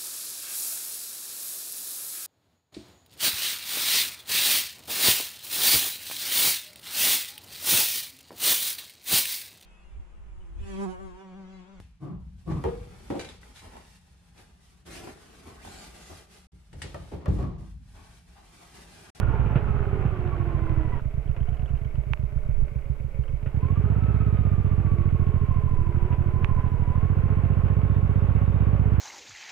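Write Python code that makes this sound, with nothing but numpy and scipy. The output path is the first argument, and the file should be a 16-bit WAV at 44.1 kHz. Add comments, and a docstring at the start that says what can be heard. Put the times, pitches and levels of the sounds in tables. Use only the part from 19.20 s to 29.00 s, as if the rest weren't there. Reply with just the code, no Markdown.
"""A V-twin motorcycle coasts in gear; the sound cuts abruptly to it idling, then it pulls away onto
a dirt track. Paired pressure pulses excite its exhaust pipe; the airbox resonates, gears whine at
multiples of the crank speed, and valves and slack parts strike the case. Tyres rush, a low drone
glides upward, bumps thud and the gear clunks as it engages. At two microphones on the rider, wind
buffets, a strap creaks by stick-slip friction and taps ring the housing."""
import sys
import numpy as np
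from scipy import signal
from scipy.fft import rfft, irfft
from scipy.io import wavfile
from scipy.ndimage import uniform_filter1d

SR = 44100
rng = np.random.default_rng(int(sys.argv[2]) if len(sys.argv) > 2 else 0)


def wrap_up_sound(samples):
    """Save the sound to the file named by the first command line argument, as 16-bit audio."""
    columns = np.atleast_2d(samples).T
    # keep every value between -1 and 1, then stretch to whole-number steps
    tamed = np.clip(columns, -1, 1)
    steps = np.round(tamed * 32767).astype(np.int16)
    wavfile.write(sys.argv[1], SR, steps)


N = 432180
TIME = np.arange(N) / SR
FREQ = np.maximum(np.fft.rfftfreq(N, 1 / SR), 1)
COAST_END_S = 1.81  # the sound cuts from coasting to idling

# Engine speed, two crank revolutions to a cycle: (time [s], cycle rate [Hz])
CYCLE_RATE = [(0.0, 18.502), (1.396, 13.29), (1.797, 12.277), (1.807, 7.964), (2.446, 9.425),
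              (2.696, 7.907), (3.186, 7.846), (3.646, 7.026), (4.096, 6.787), (4.266, 8.056),
              (4.436, 13.077), (4.696, 16.343), (4.926, 16.732), (5.516, 14.923), (6.796, 12.547),
              (7.316, 13.336), (7.676, 12.432), (7.966, 14.888), (8.426, 15.11), (9.8, 16.092)]
# Throttle position: (time [s], opening [0-1])
THROTTLE = [(0, 0.3), (1.75, 0.2), (1.85, .2), (2.45, .2), (2.7, 0.09), (4.15, .03), (4.45, 0.87),
            (6.1, 0.88), (6.6, .62), (7.55, .68), (7.9, 0.9), (9.8, 0.99)]
def riding_db(base_db, doubling_db, opening_db, coast_db, at=TIME, cruise_hz=15):
    """Level law: decibels vary linearly with octaves of speed and with throttle, plus a coasting term."""
    octaves = np.log2(curve(CYCLE_RATE, at) / cruise_hz)
    opening = curve(THROTTLE, at) - .5
    return base_db + doubling_db * octaves + opening_db * opening + coast_db * (at < COAST_END_S)


# Spectrum of one exhaust pulse, throttle open and shut: (frequency [Hz], relative level [dB])
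OPEN_PULSE = [(5, -55), (20, -30.5), (35, -28.5), (55, 1), (92, 5.5), (130, -2.5), (170, -6.5),
              (215, -17.5), (300, -25), (450, -41.5), (800, -49), (2000, -97)]
SHUT_PULSE = [(5, -44), (20, -31.5), (35, -15), (55, 7.5), (90, -2), (135, -0.5), (165, -12.5), (200, -25),
              (280, -33), (450, -45), (800, -58), (2000, -99)]
# Acoustic shadow at the left microphone: (frequency [Hz], left minus right [dB])
EXHAUST_SHADOW = [(30, -31), (60, -12), (93, -9.5), (140, -8), (220, -3), (340, -4), (800, -13.5)]
def exhaust(cycles, gain_db=-8.5, vee_gap=.305, round_trip_s=.01492, reflection=.27, left_lag_rad=1.1):
    """Pulse excitation of a pipe: two unevenly spaced firings a cycle echo in it, losing treble."""
    whole_cycles = np.arange(np.ceil(cycles[0]), cycles[-1])
    front, rear = (0, 0, -7, 4.5), (vee_gap, -1, 0, -2.5)
    opened = shut = 0
    for offset, open_db, shut_db, coast_db in (front, rear):
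        times = np.interp(whole_cycles + offset, cycles, TIME)
        throttle, coasting = curve(THROTTLE, times), times < COAST_END_S
        db = riding_db(-.65, doubling_db=2.2, opening_db=2.3, coast_db=coast_db - 1.9, at=times)
        scatter_db = 2 * (1 - throttle) + .2 * throttle + .5 * coasting
        loud, late = rng.standard_normal((len(times), 2)).T
        size = undb(db + scatter_db * loud) * (times < TIME[-1])
        times = times + .0005 * scatter_db * late  # poor burns also come early or late
        opened = opened + impulses(times, size * throttle * undb(open_db))
        shut = shut + impulses(times, size * (1 - throttle) * undb(shut_db))
    sharp, soft = minimum_phase(OPEN_PULSE), minimum_phase(SHUT_PULSE)
    pulses = (rfft(opened) * sharp + rfft(shut) * soft) / np.abs(irfft(sharp, N)).max()
    echo = reflection * np.exp(-2j * np.pi * FREQ * round_trip_s) * lowpass(250, 2)
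    right = pulses / (1 - echo)
    left = right * undb(spectrum(EXHAUST_SHADOW)) * np.exp(-1j * left_lag_rad)
    return undb(gain_db) * irfft([left, right], N)


def intake(cycles):
    """Cavity resonance: airbox noise swells once a revolution as a cylinder draws air."""
    airbox = noise(resonance(FREQ, hz=418, half_width_hz=22), coherence=.72, pan_db=-2)
    gulps = unit(undb(1.5 * np.cos(4 * np.pi * (cycles - .22))))
    return undb(riding_db(-49, doubling_db=5.5, opening_db=4.5, coast_db=0)) * airbox * gulps


# Gear cover resonances: (frequency [Hz], bandwidth [Hz], boost [dB])
COVER_MODES = [(1026, 100, 5), (1450, 86, 5)]
def gear_whine(cycles, order, gains, backlash=.4, flutter_db=4, throb_db=1.5):
    """Modulation of a mesh tone: backlash varies its phase, the load of the firings its amplitude."""
    play = walk(55) + 1.4 * np.sin(2 * np.pi * cycles)
    phase = order * (2 * np.pi * cycles + backlash * play / 50)
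    load_db = throb_db * np.cos(2 * np.pi * (cycles - .1)) + flutter_db * walk(54)
    mesh_hz = order * curve(CYCLE_RATE)
    tone = 0
    for k, gain in enumerate(gains, 1):
        boost_db = sum(db * resonance(k * mesh_hz, hz, width / 2) for hz, width, db in COVER_MODES)
        tone = tone + gain * undb(boost_db) * np.sqrt(2) * np.sin(k * phase)
    flutter = np.array([unit(undb(load_db + .98 * walk(7))) for _ in range(2)])
    return tone * flutter * pan(-4)


# Spells under load: (start [s], duration [s], gear pair, fundamental level [dB], octave level [dB])
GEAR_SPELLS = [(0, 1, "primary", -52, -69.5), (.1, .45, "coasting", -49, -49.5),
               (0.549, 1.11, "coasting", -40.5, -52.5), (1.1, 0.29, "primary", -50.5, -72),
               (1.4, 0.42, "primary", -54.5, -59), (1.794, 2.5, "primary", -59, -79),
               (4.348, 1.36, "primary", -53.5, -70), (4.9, 0.67, "high", -78.5, -99),
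               (5.661, 1.66, "primary", -51.5, -74.5), (7.257, 0.24, "primary", -48.5, -78),
               (7.502, 0.41, "primary", -50.5, -68), (7.886, 1.75, "pulling", -54, -55.5),
               (8.608, 0.88, "high", -76, -99)]
def gears(cycles, fade_s=.088):
    """Tooth meshing: each loaded pair sounds at its order, the number of meshes per engine cycle."""
    out = 0
    for pair, order in dict(primary=78, coasting=24.8, pulling=35.2, high=232).items():
        gains = 0
        for start, length, name, *levels_db in GEAR_SPELLS:
            if name == pair:
                onset = start - fade_s / 2
                gate = ramp(onset, fade_s) - ramp(onset + length, fade_s)
                gains = gains + np.outer(undb(levels_db), gate)
        out = out + gear_whine(cycles, order, gains)
    return out


# Likeness of the bike's noise at the two microphones: (frequency [Hz], coherence [0-1])
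COHERENCE = [(60, 1), (320, 0.78), (600, 0.7), (1000, 0.3), (1800, 0.07), (3000, 0)]
# Spectrum of rattling metal: (frequency [Hz], relative level [dB])
RATTLE_SPECTRUM = [(150, -7.5), (300, 9.5), (600, 6.5), (800, -3), (1200, -3.5), (1800, -3.5), (2200, -6.5),
                   (2650, -3.5), (3100, -10.5), (3600, -17.5), (4100, -21.5), (7000, -41), (14000, -53.5)]
# Crankcase resonances: (frequency [Hz], bandwidth [Hz], relative level [dB])
CASE_MODES = [(597, 49, 1.5), (1504, 16, -7), (2186, 230, -7.5)]
def valve_clatter(cycles, fins_gain_db=6, case_gain_db=-3, scatter_db=4.3, decay_cycles=.027):
    """Impact excitation: valves seat four times a cycle, rattling the fins and ringing the crankcase."""
    beat = np.floor(4 * cycles + 4).astype(int)
    force = undb(4 + scatter_db * rng.standard_normal(beat.max() + 1))[beat]
    decay = np.exp(-(cycles % (1 / 4)) / decay_cycles)
    ticks = unit(uniform_filter1d(1 + force * decay, size=60))
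    fins = noise(undb(spectrum(RATTLE_SPECTRUM)), spectrum(COHERENCE))
    modes = sum(undb(db) / (1 + 2j * (FREQ - hz) / width) for hz, width, db in CASE_MODES)
    case = noise(np.abs(modes) * lowpass(3000, 8), coherence=.12, pan_db=1) * undb(2 * walk(21))
    effort_db = riding_db(-60.5, doubling_db=.5, opening_db=9.5, coast_db=8)
    hum_db = -54.5 + .23 * (effort_db + 63)  # the hum grows more slowly with effort than the rattle
    return ticks * (undb(effort_db + fins_gain_db) * fins + undb(hum_db + case_gain_db) * case)


# Modes of slack engine parts: (frequency [Hz], T60 [s], relative level [dB])
SLACK_MODES = [(950, 0.0068, -7), (1310, .014, -3.5), (1465, 0.015, -3)]
def knocks(cycles, scatter_db=3):
    """Impact across a clearance: parts knock once a revolution, hardest as the wheel drives the engine."""
    revolutions = np.arange(0, cycles[-1] - 1, .5)
    late, loud = rng.standard_normal((len(revolutions), 2)).T
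    times = np.interp(revolutions + .3 + .09 * late, cycles, TIME)
    db = riding_db(-45, doubling_db=10.5, opening_db=-1, coast_db=6, at=times) + scatter_db * loud
    blows = ring(np.column_stack([times, db]), SLACK_MODES)
    return filtered(blows, lowpass(2400, 8)) * left_gain(-2)


# Spectrum of tyres and passing air: (frequency [Hz], relative level [dB])
TYRE_SPECTRUM = [(60, -7), (150, 13.5), (250, 6.5), (400, 6.5), (560, 3), (800, 2), (950, 0.5), (1070, 4),
                 (1200, -0.5), (1400, -2), (1750, -7), (2500, -12), (3200, -21), (4000, -39.5),
                 (8000, -52.5)]
def tyres(gain_db=6, dirt_start_s=6.42, dirt_db=4, swirl_db=1.5):
    """Broadband rolling noise: it grows with speed and on loose dirt; its two bands fluctuate apart."""
    rush = noise(undb(spectrum(TYRE_SPECTRUM)), spectrum(COHERENCE), pan_db=-4)
    low = filtered(rush, lowpass(700, 4))
    swirling = low * undb(swirl_db * walk(51)) + (rush - low) * undb(swirl_db * walk(25))
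    db = riding_db(-50.5, doubling_db=10.5, opening_db=-1, coast_db=4.5)
    return undb(db + gain_db + dirt_db * ramp(dirt_start_s, .5)) * swirling


# Single gusts: (peak time [s], 1/e half-width [s], level [dB])
GUSTS = [(0.167, 0.06, -31), (2.099, 1, -45), (3.373, 0.081, -22.5), (6.901, 0.95, -28.5)]
def wind():
    """Turbulent pressure: slow gusts and quicker windscreen eddies push mostly on the right microphone."""
    gusts = noise(FREQ / (FREQ + 15) * lowpass(24, 3), coherence=.8, pan_db=-12)
    eddies = noise((1 - lowpass(45, 2)) * lowpass(110, 4), coherence=.93, pan_db=-12)
    breeze = undb(-34 + 1.4 * walk(2))
    swells = sum(undb(db) * np.exp(-((TIME - s) / half) ** 2) for s, half, db in GUSTS)
    buffet_db = riding_db(-43, doubling_db=5, opening_db=.5, coast_db=7.5) + 2 * walk(16)
    return (breeze + swells) * gusts + undb(buffet_db) * eddies


# Bumps, and a clunk as the gear engages: (time [s], thud level [dB], rattle level [dB])
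THUDS = [(0.26, -15, -39), (0.357, -7.5, -28), (.851, -12, -41), (2.163, -38, -44), (4.26, -32, -39.5),
         (6.926, -52.5, -37), (7.226, -32, -46)]
def thuds(rattle_decay_s=.021):
    """Shock excitation: damped low modes thud through soft rubber, and loose fittings rattle."""
    shocks = ring(THUDS, modes=[(129, .055, .5), (182, .015, .5), (424, .03, -16)])
    thud = filtered(shocks, lowpass(600, 4))
    shake = sum(undb(db) * np.exp(-np.abs(TIME - s) / rattle_decay_s) * (TIME > s) for s, _, db in THUDS)
    fittings = unit(undb(spectrum(RATTLE_SPECTRUM)) * lowpass(3600, 4))
    rattle = filtered(shake * noise(1, coherence=.6, pan_db=-1.4), fittings)
    return thud * left_gain(-6) + rattle


# Taps on the microphone housing: (time [s], peak level [dB])
TAPS = [(2.1655, -30.5), (2.9348, -12), (2.974, -35), (7.2457, -12)]
# Modes of the housing: (frequency [Hz], T60 [s], relative level [dB])
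HOUSING_MODES = [(950, 0.008, 6.5), (1590, 0.0023, 13.5), (2590, 0.0045, 10), (3770, 0.0089, -22),
                 (5400, 0.0037, -43)]
def housing_taps():
    """Free vibration: each tap rings the housing briefly, close to the right microphone."""
    return ring(TAPS, HOUSING_MODES) * left_gain(-25)


# Pulls on a strap: (start [s], duration [s], greatest slip rate [1/s], slip level [dB])
STRAP_PULLS = [(1.947, 0.8, 38, -43), (2.749, 0.017, 180, -39), (3.998, .13, 32, -40)]
# Modes of the strap: (frequency [Hz], T60 [s], relative level [dB])
STRAP_MODES = [(1130, 0.004, 10), (1340, 0.015, -21.5), (2690, 0.025, -0.5), (3020, 0.035, -2)]
def strap_creak(max_slips=40, jitter=.29, scrape_decay_s=.0074, waver_s=.00038):
    """Stick-slip friction: slips come fastest in mid-pull, and each one scrapes and rings the strap."""
    slips = []
    for start, length, rate, db in STRAP_PULLS:
        late, loud = rng.standard_normal((max_slips, 2)).T
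        drawn = (np.arange(max_slips) + .5 + jitter * late) / (rate * length * 2 / np.pi)
        times = start + length * np.arccos(1 - 2 * np.clip(drawn, 0, 1)) / np.pi
        slips += list(np.column_stack([times, db - loud])[drawn < 1])
    times, levels_db = np.transpose(slips)
    pole = np.exp(-1 / (scrape_decay_s * SR))
    rub = signal.lfilter([1], [1, -pole], impulses(times, undb(levels_db - 7)))
    scrape = rub * noise(resonance(FREQ, hz=1250, half_width_hz=500), coherence=.24)
    squeak = np.interp(TIME + waver_s * walk(35), TIME, ring(slips, STRAP_MODES))  # the pitch wavers
    return (squeak + scrape) * left_gain(-9)


# Rising tones: (start [s], duration [s], first frequency [Hz], last frequency [Hz], level [dB])
GLIDES = [(5.452, 0.77, 325.3, 363.7, -45), (6.501, 0.45, 324, 374, -42.5),
          (6.925, 0.41, 351, 379.6, -43.5)]
def drone(waver=.012, flutter_db=3):
    """Frequency glide: a low, wavering sine tone swells and fades as it rises."""
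    out = 0
    wobble = 1 + waver * walk(18.6)
    for start, length, first, last, db in GLIDES:
        along = ramp(start, length)
        phase = 2 * np.pi * np.cumsum((first + (last - first) * along) * wobble) / SR
        swell = np.sqrt(np.abs(np.sin(np.pi * along)))
        out = out + undb(db) * swell * np.sin(phase)
    return out * undb(flutter_db * walk(14)) * pan(-4)


# Spectrum of microphone hiss: (frequency [Hz], relative level [dB])
HISS_SPECTRUM = [(1000, 12.5), (4000, 2), (6000, 0), (9000, -1), (13000, -2.5), (16000, -4)]
def hiss():
    """Self-noise: the microphones add a faint, steady floor."""
    return undb(-66) * noise(undb(spectrum(HISS_SPECTRUM)), coherence=.13, pan_db=-1)


def undb(db):
    """Amplitude ratio of a level in decibels."""
    return 10 ** (np.asarray(db) / 20)


def unit(x):
    """Normalisation to rms 1."""
    return x / np.sqrt(np.mean(x ** 2))


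def pan(db):
    """Stereo gains for a level difference, left minus right."""
    return undb([[db / 2], [-db / 2]])


def left_gain(db):
    """Stereo gains that alter the left level alone."""
    return undb([[db], [0]])


def ramp(start, length):
    """Linear rise from 0 to 1."""
    return np.clip((TIME - start) / length, 0, 1)


def curve(table, at=TIME):
    """Linear interpolation of (time [s], value)."""
    return np.interp(at, *np.transpose(table))


def spectrum(table):
    """Interpolation of (frequency [Hz], value) on a logarithmic frequency axis."""
    hz, value = np.transpose(table)
    return np.interp(np.log(FREQ), np.log(hz), value)


def lowpass(hz, order):
    """Gain that falls by 6 dB per octave per order above the corner."""
    return 1 / (1 + (FREQ / hz) ** order)


def resonance(at, hz, half_width_hz):
    """Lorentzian peak of height 1."""
    return 1 / (1 + ((at - hz) / half_width_hz) ** 2)


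def filtered(x, gain):
    """Filtering by multiplication of the spectrum."""
    return irfft(rfft(x) * gain, N)


def minimum_phase(table):
    """Causal response for (frequency [Hz], level [dB]), by folding the cepstrum."""
    cepstrum = irfft(np.log(undb(spectrum(table))), N)
    cepstrum[1:N // 2] *= 2
    cepstrum[N // 2 + 1:] = 0
    return np.exp(rfft(cepstrum))


def walk(hz):
    """Band-limited random fluctuation of rms 1."""
    return unit(filtered(rng.standard_normal(N), np.exp(-np.minimum(FREQ / hz, 20) ** 2)))


def noise(gain, coherence, pan_db=0):
    """Partly coherent stereo noise of rms 1, coloured by a spectral gain."""
    mid, side = rfft(rng.standard_normal((2, N)))
    both = mid * np.sqrt(1 + coherence) + np.array([side, -side]) * np.sqrt(1 - coherence)
    return unit(irfft(both * gain * pan(pan_db), N))


def impulses(times, sizes):
    """Impulse train with the given times and amplitudes."""
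    return np.bincount(np.clip(times * SR, 0, N - 1).astype(int), sizes, N)


def ring(blows, modes):
    """Modal response of (frequency [Hz], T60 [s], level [dB]) to blows of (time [s], peak level [dB])."""
    t = TIME[:SR // 5]
    body = sum((-1) ** k * undb(db - 60 * t / t60) * np.sin(2 * np.pi * hz * t)
               for k, (hz, t60, db) in enumerate(modes))
    times, peak_db = np.transpose(blows)[:2]
    return signal.fftconvolve(impulses(times, undb(peak_db)), body / np.abs(body).max())[:N]


def scene():
    """Superposition: engine sources share one crank phase, and the other sounds add to them."""
    cycles = np.cumsum(curve(CYCLE_RATE)) / SR - .494
    engine = exhaust(cycles) + intake(cycles) + gears(cycles) + valve_clatter(cycles) + knocks(cycles)
    return engine + tyres() + drone() + wind() + thuds() + housing_taps() + strap_creak() + hiss()


def record(dry, cutoff_hz=15700):
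    """Band limiting: a steep low-pass filter removes the highest treble."""
    return signal.sosfilt(signal.ellip(8, .2, 70, cutoff_hz, fs=SR, output="sos"), dry)


dry = scene()
out = record(dry)
wrap_up_sound(out)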